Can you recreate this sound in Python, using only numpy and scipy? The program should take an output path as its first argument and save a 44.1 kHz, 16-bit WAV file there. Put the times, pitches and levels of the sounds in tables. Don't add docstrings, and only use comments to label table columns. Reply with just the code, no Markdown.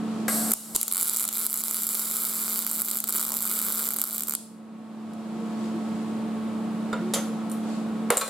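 import sys
import numpy as np
from scipy import signal
from scipy.fft import rfft, irfft, next_fast_len
from scipy.io import wavfile
from scipy.ndimage import uniform_filter1d

SR = 44100
rng = np.random.default_rng(int(sys.argv[2]) if len(sys.argv) > 2 else 0)


def materialize(psi):
    bounded = np.clip(np.atleast_2d(psi).T, -1, 1)
    quanta = np.round(bounded * 32767).astype(np.int16)
    wavfile.write(sys.argv[1], SR, quanta)


N = 365588
TIME = np.arange(N) / SR
GRID_HZ = np.maximum(np.fft.rfftfreq(4096, 1 / SR), 1)
SIDES = np.array([[1], [-1]])

# frequency in Hz, rms level in dB, phase wander in radians.
FAN_LINES = [(189.5, -44.5, 1.86), (220.8, -30.5, 0.13), (293.6, -45.5, 1.3), (330.8, -48, 1.2),
             (441, -50, 1.2), (717, -53, 2.7), (897, -57.5, 0.85), (1110, -55, 0.64), (1294, -58.5, 2.2)]
# frequency in Hz, likeness from 0 to 1.
AIR_LIKENESS = [(30, 0.4), (150, 1), (300, 0.89), (600, 0.7), (1200, 0.5), (3000, 0.64), (8000, 0),
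                (15000, 0)]
# frequency in Hz, relative level in dB.
AIR_COLOUR = [(25, -36), (70, -32), (105, -13), (130, -13), (180, -0.5), (260, -6.5), (400, -11),
              (600, -11.5), (1250, -18), (1800, -26), (4000, -31.5), (6000, -39), (7700, -35),
              (11000, -40.5), (15500, -51.5)]
CLOTH_COLOUR = [(40, -24.5), (200, 22), (400, 12.5), (1000, 1.5), (2500, -1), (4500, 2.5), (6000, -2),
                (7600, 1), (11000, -11.5), (15000, -26)]
SNAP_COLOUR = [(200, -28), (800, -19.5), (2600, -7.5), (3500, 4), (5000, -0.5), (7400, 1), (8500, 2.5),
               (10200, 1.5), (12000, -3), (14000, -6), (16000, -16.5)]
BOOM_COLOUR = [(20, -51), (100, -18.5), (200, -15), (370, -4.5), (500, 10), (850, -0.5), (1350, -0.5),
               (1750, -5), (2400, -8), (4000, -16), (8000, -41.5)]
GAS_COLOUR = [(300, -27.5), (560, -6.5), (705, 9.5), (920, -14.5), (1150, -0.5), (1400, -4.5), (1600, -1),
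              (1850, -10.5), (2800, -15.5), (4500, -4.5), (6500, -8.5), (8300, 8), (9500, -4.5), (11700, 6),
              (13500, -4), (16000, -15)]
WHOOSH_COLOUR = [(300, -24), (750, -12), (980, -6), (1250, -19), (2000, -32), (6000, -45)]
ARC_SPREAD_COLOUR = [(150, -19), (700, -5.5), (1300, -8), (1900, -19.5), (2800, -12), (4000, -7.5),
                     (6000, -7), (7600, 1), (10200, 0.5), (13000, -6), (15500, -12.5)]
# middle in seconds, half length in seconds, level in dB.
ARM_MOVES = [(0.217, 0.16, -49.5), (5.452, 0.42, -54.5), (5.645, 0.043, -49.5), (5.98, 0.18, -54),
             (7.102, 0.27, -55), (7.73, 0.075, -47.5)]
# middle in seconds, pitch in Hz, level in dB.
BUMPS = [(5.36, 338, -37), (5.43, 462, -40), (5.635, 346, -39), (5.77, 335, -35.5), (7.30, 458, -40)]
# frequency in Hz, level in dB, t60 in seconds.
FRAME_MODES = [(486.3, 6, 0.18), (530, -6.5, .1), (610, -5, 0.25), (749, -2, 0.32), (879, -5.5, 0.1),
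               (1110, -3, .15), (1176, -5, .15), (1293, -5.5, .12), (1370, -3, 0.11), (1477, -10, .08),
               (1580, -6, .09), (1890, -16, 0.12), (2420, -13, .14), (2499, -13, 0.18), (3520, -10.5, .17),
               (3828, -13, .2), (3966, -13, .17), (4120, -2.5, 0.092), (4420, -11, .09), (5350, -16, .25)]
TOOL_MODES = [(4200, -19.5, .03), (7300, -8, .012), (7620, -12.5, .028), (9000, 0, .011), (8922, -15, .12),
              (9116, -34, .12), (9900, -6.5, .015), (10594, -17, .2), (11020, -10, .015),
              (12170, -12.5, .018), (12700, -16, .017), (12938, -25, .12), (13000, -14, .15)]
JAW_MODES = [(7160, -14, .1), (7200, 2, 0.014), (7340, -13, .13), (7500, -12, .13), (7420, -14, .1),
             (7820, -1, .012), (7862, -11, .12), (8146, -9, .08), (8508, -13, .1)]
LEVER_MODES = [(526, -15, .08), (654, -11, 0.24), (976, -5.5, 0.14), (1220, 0.5, 0.12), (1355, 5.5, 0.049),
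               (1410, -2, .083), (1640, -1, 0.054), (3630, -3, .04), (4900, -11.5, .04), (7200, -12, 0.046),
               (7900, -14, .06)]
SPRING_MODES = [(2660, -16, 0.18), (3057, -1.5, 0.23), (3280, -10, .14), (3670, -1, 0.12),
                (4500, -10, 0.11), (4750, -1, .12), (5566, -9, .14), (6310, 0, 0.23), (7060, -2, 0.15),
                (7500, -2, 0.098), (7640, -4, 0.14), (8478, -8, .11), (9300, -4, .12), (9740, -3, .11),
                (10140, 4, 0.091), (10800, -3, 0.078), (11455, -6, .11)]
TORCH_MODES = [(695, -14.5, 0.18), (1118, -12, .06), (1323, -3.5, 0.044), (1620, 0.5, .09),
               (1810, -7.5, 0.031), (2050, -4, 0.077), (2184, -2.5, 0.05), (2600, -4.5, .05)]
# start in seconds, level in dB.
JAW_CHINKS = [(8.1708, -5.5), (8.178, -6.5), (8.213, -18), (8.254, -27)]
LEVER_KNOCKS = [(6.929, -28.5), (6.938, -43), (6.962, -49)]
SPRING_RELEASES = [(7.137, -34), (7.1407, -30), (7.147, -41)]
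TORCH_CLICKS = [(.281, -30), (0.289, -30)]
# time in seconds, pitch in Hz, level in dB.
LEVER_GROAN = [(6.98, 328, -70), (7.02, 341, -37), (7.075, 367, -41.5), (7.115, 360, -38), (7.15, 345, -76)]
# start in seconds, relative levels of boom, frame ring, tool ring and snap in dB, snap t60 in seconds, # lower
# and upper edge of the frame modes moved in Hz.
CONTACTS = [(.281, -35, -35, -50.5, -29, .055, 600, 4000), (5.134, -76, -75, -70, -45, .04, 1500, 4000),
            (6.93, -37.5, -44, -70, -42, 0.038, 600, 4000), (7.137, -34.5, -37, -23, -22, 0.13, 1200, 5000),
            (7.158, -35, -39, -50.5, -49, .17, 500, 3000), (7.498, -78, -70, -35, -58, .041, 1490, 4000),
            (7.516, -73, -70, -29.5, -52, .025, 1490, 4000),
            (8.1027, -18, -17.5, -24, -28, 0.0094, 280, 2980),
            (8.1038, -19, -21, -2, -24, 0.0091, 900, 4800), (8.107, -21, -17.5, -29, -40, .011, 280, 2000),
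            (8.122, -29, -24, -19, -19, 0.038, 900, 3000), (8.1705, -21, -22, -0.5, -16, .012, 400, 2500),
            (8.178, -35, -26, -4, -11, .008, 400, 4000), (8.211, -28, -13.5, -11, -10.5, 0.056, 900, 4800),
            (8.2156, -26, -15.5, -22, -23, .04, 910, 4800), (8.226, -34, -28, -30, -28, .03, 900, 2000),
            (8.278, -33, -44, -18, -37, .04, 700, 4000)]
# start in seconds, hiss in dB, its fall in dB a
# second, thump in dB.
OPENING_TAILS = [(0.531, -17.5, 111, -38), (0.747, -15, 38, -27)]
# start in seconds, level in dB, seconds for which the molten drop grows.
LOUD_POPS = [(0.509, -19.5, .0023), (0.5176, -6, .009), (0.5199, -5, .001), (0.5364, 4.5, .018),
             (.7621, 3, 0.0071), (0.8137, 1.5, .03), (.8305, 5.5, .017), (0.8808, 3, .05),
             (.9139, 0.5, .01), (.9243, 3, .011), (0.9358, 2, .011), (.9472, 3, .012), (.9581, 2.5, .011),
             (.9690, 3, .011), (.9788, 4, .009), (1.0114, 2, .004), (1.023, 4, .005), (1.0293, 7, .006),
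             (1.0834, 3, .004), (1.096, 5.5, 0.0063), (1.1629, 4, 0.0055), (1.17, 4.5, .006),
             (1.1965, 5.5, 0.0066), (1.2167, 0, .005), (1.252, 1.5, 0.012), (1.2786, -1, 0.027),
             (1.2888, 2.5, .01), (1.3194, -15, .034), (1.3366, -5, .006), (1.3819, -2, 0.0058),
             (1.4023, -2, 0.0046), (1.4656, 3.5, 0.0036), (1.4853, -10, 0.016), (1.5295, 1, .01),
             (1.5417, 1.5, .006), (1.5744, -1.5, 0.0054), (1.638, 1, 0.025), (1.6823, -1, 0.0044),
             (1.7106, -0.5, 0.0051), (1.745, 1.5, 0.0042), (1.768, -1, 0.0045), (1.8337, -1, .005),
             (1.8682, 1, .014), (1.8903, 1.5, 0.0066), (1.946, -1, .006), (1.951, 3, .005),
             (1.9946, 0.5, 0.0052), (2.1126, -1.5, 0.0046), (2.1679, -1, .005), (2.2433, -3.5, .005),
             (2.2513, 0, .005), (2.3369, -6, 0.0056), (2.4386, -8, 0.0043), (2.48, -4.5, .006),
             (2.4972, -6, .006), (2.559, -3.5, .005), (2.5909, -1.5, .006), (2.666, 0, 0.018),
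             (2.6749, -2, 0.005), (2.7135, -2, .007), (2.8025, -3, .006), (2.8192, 0, .007),
             (2.885, -1.5, 0.0094), (2.9126, 0, .008), (2.9712, -2, .008), (3.003, -3, 0.011),
             (3.0407, -0.5, .044), (3.0722, -9, .04), (3.0902, -9, .002), (3.0934, -0.5, .0027),
             (3.125, -1, .019), (3.145, -5, .006), (3.1554, -10, .006), (3.1637, -2, 0.0046),
             (3.1725, -3, 0.0051), (3.1812, -3, .004), (3.1957, -2.5, 0.01), (3.2207, -12, .006),
             (3.2506, -4, 0.0082), (3.2652, -6, 0.0067), (3.3049, -6, 0.0092), (3.3195, -2.5, .012),
             (3.368, -3, .0027), (3.4226, -4, .005), (3.4535, -3.5, .006), (3.514, -1.5, .005),
             (3.6161, -3, 0.016), (3.7228, -3, 0.0055), (3.8473, -9, .008), (3.8886, -3, .012),
             (3.9062, -3, 0.014), (3.9363, -6, .01), (3.9631, -4, 0.022), (3.9867, -2.5, 0.017),
             (4.016, 3, 0.0086), (4.0396, 3, 0.0082), (4.146, -6.5, 0.0043), (4.181, -3, 0.0089),
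             (4.2073, -4.5, 0.012), (4.222, -6, .014), (4.235, -5, .013), (4.2722, -11, .037),
             (4.2817, -10, .009), (4.2848, -5.5, .003), (4.2961, -3, .01), (4.3089, -2, .01),
             (4.3228, -4.5, .01), (4.3373, -1, .012), (4.3513, 1.5, .012)]
# time in seconds, short circuits a second.
DIP_PACE = [(.95, 180), (1.17, 160), (1.3, 130), (1.4, 175), (1.53, 135), (1.72, 185), (2.1, 215),
            (2.5, 200), (2.62, 160), (2.82, 165), (3.04, 125), (3.15, 135), (3.35, 115), (3.55, 190),
            (3.8, 170), (3.95, 130), (4.14, 155), (4.3, 115)]
# time in seconds, arc level in dB, lift of its low peaks in dB.
TORCH_TRAVEL = [(.9, -1, 1.5), (1.15, -1, 1), (1.35, -4.5, 0.5), (1.9, -8.5, -0.5), (2.5, -11, 1.5),
                (3.0, -7.5, 0), (3.16, -2.5, 2), (3.3, -9, 3), (3.5, -8, 1), (3.75, -9.5, 2),
                (4.05, -7.5, 1.5), (4.35, -14, 1.5)]
# frequency in Hz, width in Hz, relative level
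# in dB at the start of the bead and at its end.
ARC_PEAKS = [(440, 1200, -22.5, -17.5), (1295, 520, -12.5, -11), (2200, 620, -20, -21.5),
             (3770, 930, -15.5, -17), (4650, 1730, -15.5, -18), (7140, 520, -3.5, -7.5),
             (7810, 750, 0.5, 0), (8470, 630, -2, -0.5), (10080, 700, 2, -0.5), (10730, 750, 2.5, -0.5),
             (11650, 700, -16, 0), (12680, 860, 4, 5), (13400, 1000, -4.5, 0), (14340, 1600, -3.5, 1),
             (15500, 1900, -15.5, -15)]
# frequency in Hz, left minus right in dB.
ARC_BALANCE = [(6000, 0), (6800, -1.8), (7700, 0), (9300, .5), (10200, -6), (11200, -3), (12200, -1.5),
               (13100, 0), (13900, -1.7), (15500, 3.5)]
# frequency in Hz, lead of the left side in radians.
ARC_LEAD = [(300, 0), (4000, 0), (6400, -.3), (7000, -.1), (8500, -.35), (9250, 1.9), (10000, 0),
            (13500, -.15), (14600, .15)]

SETTLED_S, FALTERS_S, OUT_S = .91, 4.2, 4.355


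def from_db(db):
    return 10 ** (np.asarray(db) / 20)


def in_time(rows):
    times, *columns = np.transpose(rows)
    return [np.interp(TIME, times, column) for column in columns]


def at_hz(points, hz=GRID_HZ):
    knots_hz, values = np.transpose(points)
    return np.interp(np.log(hz), np.log(knots_hz), values)


def swell(middle_s, half_s, t=TIME):
    return np.exp(-((t - middle_s) / half_s) ** 2)


def drift(per_s):
    knots = rng.standard_normal(int(per_s * N / SR) + 2)
    return np.interp(TIME * per_s, np.arange(len(knots)), knots)


def add(track, s, sound):
    i = int(np.clip(round(s * SR), 0, N - 1))
    track[..., i:i + sound.shape[-1]] += sound[..., :N - i]


def colour(x, gain):
    cepstrum = irfft(np.log(gain + 1e-6))
    half = len(cepstrum) // 2
    cepstrum[1:half] *= 2
    cepstrum[half + 1:] = 0
    impulse = irfft(np.exp(rfft(cepstrum)))[:half]
    return signal.oaconvolve(x, impulse / np.linalg.norm(impulse))[:N]


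def tint(pair, gain):
    return np.array([colour(channel, gain) for channel in pair])


def high_pass(x, hz):
    return signal.sosfilt(signal.butter(2, hz, "high", fs=SR, output="sos"), x)


def noise(spectrum):
    return colour(rng.standard_normal(N), from_db(at_hz(spectrum)))


def stereo_noise(spectrum, width):
    return noise(spectrum) + width * noise(spectrum) * SIDES


def burst(t60, width, size=1024):
    mid, side = rng.standard_normal((2, size))
    return (mid + width * side * SIDES) * from_db(-60 * np.arange(size) / SR / t60)


def struck(modes, hits, scatter_db, pan_db, lowest_hz=0, highest_hz=SR, travel_s=.001):
    out = np.zeros((2, N))
    times, hits_db = np.transpose(hits)
    starts = (times * SR).astype(int)
    for hz, db, t60 in modes:
        delay = int(rng.random() * travel_s * SR)
        strengths = from_db(hits_db + db + scatter_db * rng.standard_normal(len(starts)))
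        rolloff = 1 + (hz / highest_hz) ** 4 + (lowest_hz / hz) ** 4
        clicks = np.full(N, 1e-18)
        clicks[np.minimum(starts + delay, N - 1)] = strengths / rolloff
        radius, angle = from_db(-60 / (t60 * SR)), 2 * np.pi * hz / SR
        ring = signal.lfilter([0, np.sin(angle)], [1, -2 * radius * np.cos(angle), radius ** 2], clicks)
        out += ring * from_db(pan_db * rng.standard_normal() * SIDES)
    return out


def sink(db, db_per_s):
    return np.maximum.accumulate(db + db_per_s * TIME) - db_per_s * TIME


def lag(x, seconds):
    pole = np.exp(-1 / (seconds * SR))
    return signal.lfilter([1 - pole], [1, -pole], x)


def fan(air_db=-37.5, waver_db=2.0, side_radians=0.16):
    hum = 0
    for hz, db, wander in FAN_LINES:
        phase = 2 * np.pi * hz * TIME + wander * drift(14)
        rms = from_db(db + waver_db * min(wander, 1) * drift(7.7))
        hum = hum + rms * np.sqrt(2) * np.sin(phase - side_radians * SIDES)
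    size = next_fast_len(N)
    bins_hz = np.maximum(np.fft.rfftfreq(size, 1 / SR), 1)
    alike = np.clip(at_hz(AIR_LIKENESS, bins_hz), 0, 1)
    mid, side = rfft(rng.standard_normal((2, size))) * from_db(at_hz(AIR_COLOUR, bins_hz))
    air = irfft(np.sqrt(1 + alike) * mid + np.sqrt(1 - alike) * side * SIDES)[:, :N]
    return hum * from_db(-.7 * SIDES) + from_db(air_db) * air / np.sqrt(np.mean(air ** 2))


def echoes(pair, decay, apart_hz=4500):
    mid, side = rng.standard_normal((2, SR))
    tails = [decay(white, np.arange(SR) / SR) for white in mid + high_pass(side, apart_hz) * SIDES]
    return np.array([signal.oaconvolve(channel, tail / np.linalg.norm(tail))[:N]
                     for channel, tail in zip(pair, tails)])


def workshop(pair, tail_db=-8.0, split_hz=6000, low_t60=0.54, treble_t60=0.4):
    low_pass = signal.butter(2, split_hz, fs=SR, output="sos")

    def decay(white, t):
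        low = signal.sosfiltfilt(low_pass, white)
        tail = low * from_db(-60 * t / low_t60) + (white - low) * from_db(-60 * t / treble_t60)
        return tail * (t > .005)
    return from_db(tail_db) * echoes(pair, decay)


def near_reflections(pair, db=-7.0, t60=0.029):
    return from_db(db) * echoes(pair, lambda white, t: white * from_db(-60 * t / t60) * (t > .0008))


def clothing():
    power = sum(from_db(db) ** 2 * swell(s, half_s) for s, half_s, db in ARM_MOVES)
    return np.sqrt(power) * stereo_noise(CLOTH_COLOUR, width=0.93)


def bumps(half_s=0.031):
    return sum(from_db(db) * swell(s, half_s) * np.sqrt(2) * np.sin(2 * np.pi * hz * TIME)
               for s, hz, db in BUMPS)


def clamp_opening():
    hz, db = in_time(LEVER_GROAN)
    pressed = (TIME > LEVER_GROAN[0][0]) & (TIME < LEVER_GROAN[-1][0])
    groan = pressed * from_db(db) * np.sqrt(2) * np.sin(2 * np.pi * np.cumsum(hz) / SR)
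    lever = struck(LEVER_MODES, LEVER_KNOCKS, scatter_db=3.5, pan_db=-2.0)
    spring = struck(SPRING_MODES, SPRING_RELEASES, scatter_db=2.0, pan_db=-1.0)
    return lever + groan + spring


def clinks(boom_lift_db=6.0, jangle_db=-24, tool_trim_db=-1.0):
    boom, snap = np.zeros((2, 2, N))
    for s, boom_db, _, ring_db, snap_db, snap_t60, _, _ in CONTACTS:
        add(boom, s, from_db(boom_db + boom_lift_db) * burst(t60=0.22, width=0.089, size=SR))
        add(snap, s, from_db(snap_db) * burst(snap_t60, width=0.25, size=SR))
        add(snap, s, from_db(ring_db + jangle_db) * burst(t60=0.56, width=0.25, size=SR))
    times, _, frame_db, tool_db, _, _, lowest_hz, highest_hz = np.transpose(CONTACTS)
    frame = struck(FRAME_MODES, np.c_[times, frame_db], scatter_db=1.5, pan_db=3.0,
                   lowest_hz=lowest_hz, highest_hz=highest_hz, travel_s=.005)
    frame = high_pass(frame, hz=280)
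    tool = struck(TOOL_MODES, np.c_[times, tool_db + tool_trim_db], scatter_db=3.5, pan_db=0.5)
    jaws = struck(JAW_MODES, JAW_CHINKS, scatter_db=1.0, pan_db=1.5)
    snap = tint(snap, from_db(at_hz(SNAP_COLOUR)))
    boom = tint(boom, from_db(at_hz(BOOM_COLOUR)))
    return snap + boom + frame + tool + jaws


def trigger():
    return struck(TORCH_MODES, TORCH_CLICKS, scatter_db=2.0, pan_db=2.0)


def gas(open_s=.28, shut_s=4.31, attack_s=.0015, surge_s=.21, surge_db=-24.5, flow_db=-33.5):
    age = np.maximum(TIME - open_s, 0)
    open_db = flow_db + (surge_db - flow_db) * np.exp(-age / surge_s)
    release_db = 193 * np.maximum(TIME - shut_s, 0)
    gain = np.minimum(age / attack_s, 1) * from_db(open_db - release_db)
    return gain * stereo_noise(GAS_COLOUR, width=0.15)


def whoosh(middle_s=3.325, half_s=.035, db=-30):
    return from_db(db) * swell(middle_s, half_s) * noise(WHOOSH_COLOUR)


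def thumps(top_hz=450):
    out = np.full((2, N), 1e-18)
    for s, _, _, db in OPENING_TAILS:
        add(out, s, from_db(db) * burst(t60=0.16, width=0.35, size=8192))
    return tint(out, 1 / (1 + (GRID_HZ / top_hz) ** 2))


def fading_hiss(attack_s=0.0019):
    gain = 0
    for s, db, fall_db_per_s, _ in OPENING_TAILS:
        age = np.maximum(TIME - s, 0)
        gain = gain + np.minimum(age / attack_s, 1) * from_db(db - fall_db_per_s * age)
    return gain * (TIME < SETTLED_S) * stereo_noise(ARC_SPREAD_COLOUR, width=0.35)


def pop(s, sputter, width, stretch=1, spike=3.84, crack_t60=0.0024, sputter_t60=0.013):
    boil = 1 + 2.6 * swell(middle_s=3.29, half_s=0.17, t=s)
    out = burst(crack_t60 * boil * stretch, width) + sputter * burst(sputter_t60, width)
    out[:, 0] = spike
    return out / np.linalg.norm(out[0]) * np.sqrt(SR / 1000)


def short_circuits(lift_db=1.0, spread_db=1.7, jitter=.2, width=0.097,
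                   hiss_db=-16.0, hiss_db_per_octave=13, stall_db=-5, flutter_db=3.5):
    per_s, = in_time(DIP_PACE)
    level_db, _ = in_time(TORCH_TRAVEL)
    cracks = np.zeros((2, N))
    dipping = TIME < FALTERS_S
    for s, db, growth_s in LOUD_POPS:
        stretch = from_db(0.31 * max(db, 0))
        add(cracks, s, from_db(db + lift_db) * pop(s, sputter=0.125, width=width, stretch=stretch))
        dipping[int((s - .8 * growth_s) * SR):int((s + .003) * SR)] = False
    s = SETTLED_S
    for gap, size, spatter in rng.standard_normal((650, 3)):
        i = int(min(s, OUT_S) * SR)
        crack = pop(s, sputter=0.25 * np.exp(spatter / 2), width=width)
        if dipping[i]:
            add(cracks, s, from_db(level_db[i] + lift_db + spread_db * np.clip(size, -2, 2)) * crack)
        s += np.exp(jitter * gap) / per_s[i]
    pace_db = hiss_db_per_octave * np.log2(per_s / np.mean(per_s))
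    plasma_db = level_db + hiss_db + pace_db + stall_db * ~dipping + flutter_db * drift(400)
    burning = (TIME >= SETTLED_S) & (TIME < OUT_S)
    return cracks, burning * from_db(plasma_db) * burst(np.inf, width, size=N)


def resonances(peaks):
    gains = [from_db(db) / (1 + (2 * (GRID_HZ - hz) / width) ** 2) for hz, width, db in peaks]
    return np.sqrt(sum(gain ** 2 for gain in gains))


def arc(cracks, plasma, low_db=-16.5, low_hiss_db=5.5, low_cut_hz=150):
    _, fullness_db = in_time(TORCH_TRAVEL)
    travel = np.clip((TIME - SETTLED_S) / (OUT_S - SETTLED_S), 0, 1)
    lean = from_db(at_hz(ARC_BALANCE) / 2)
    left, right = cracks + plasma
    low_drive = from_db(low_db + fullness_db) * (cracks + from_db(low_hiss_db) * plasma)
    out = 0
    for column, share in enumerate((1 - travel, travel)):
        peaks = [(hz, width, db[column]) for hz, width, *db in ARC_PEAKS]
        body = resonances(peaks[:5]) / (1 + (low_cut_hz / GRID_HZ) ** 2)
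        bright = resonances(peaks[5:])
        treble = np.array([colour(left, bright * lean), colour(right, bright / lean)])
        out = out + share * (tint(low_drive, body) + treble * from_db(-.8 * SIDES))
    return out


def at_microphone(pair):
    size = next_fast_len(N)
    lead = np.interp(np.fft.rfftfreq(size, 1 / SR), *np.transpose(ARC_LEAD))
    return irfft(rfft(pair, size) * np.exp(.5j * lead * SIDES), size)[:, :N]


def scene(arc_room_db=-3.5):
    cracks, plasma = short_circuits()
    torch_and_tools = fading_hiss() + thumps() + whoosh() + gas() + trigger() + clamp_opening() + clinks()
    direct = at_microphone(arc(cracks, plasma)) + torch_and_tools
    arc_spread = from_db(arc_room_db) * tint(cracks + plasma, from_db(at_hz(ARC_SPREAD_COLOUR)))
    into_room = arc_spread + torch_and_tools
    return direct + near_reflections(into_room) + workshop(into_room) + clothing() + bumps() + fan()


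def record(dry, threshold_db=-21.5, slope=0.82, attack_s=0.0029, cutoff_hz=16000):
    power = np.abs(uniform_filter1d(np.mean(dry ** 2, axis=0), size=44))
    over_db = np.maximum(10 * np.log10(power + 1e-12) - threshold_db, 0)
    quick_db = sink(slope * over_db, db_per_s=52.0)
    slow_db = sink(lag(quick_db, seconds=0.3), db_per_s=14.0)
    duck_db = lag(np.maximum(quick_db, slow_db), attack_s)
    rounded = np.tanh(dry * from_db(-duck_db))
    return signal.sosfilt(signal.ellip(10, .1, 80, cutoff_hz, fs=SR, output="sos"), rounded)


dry = scene()
out = record(dry)
materialize(out)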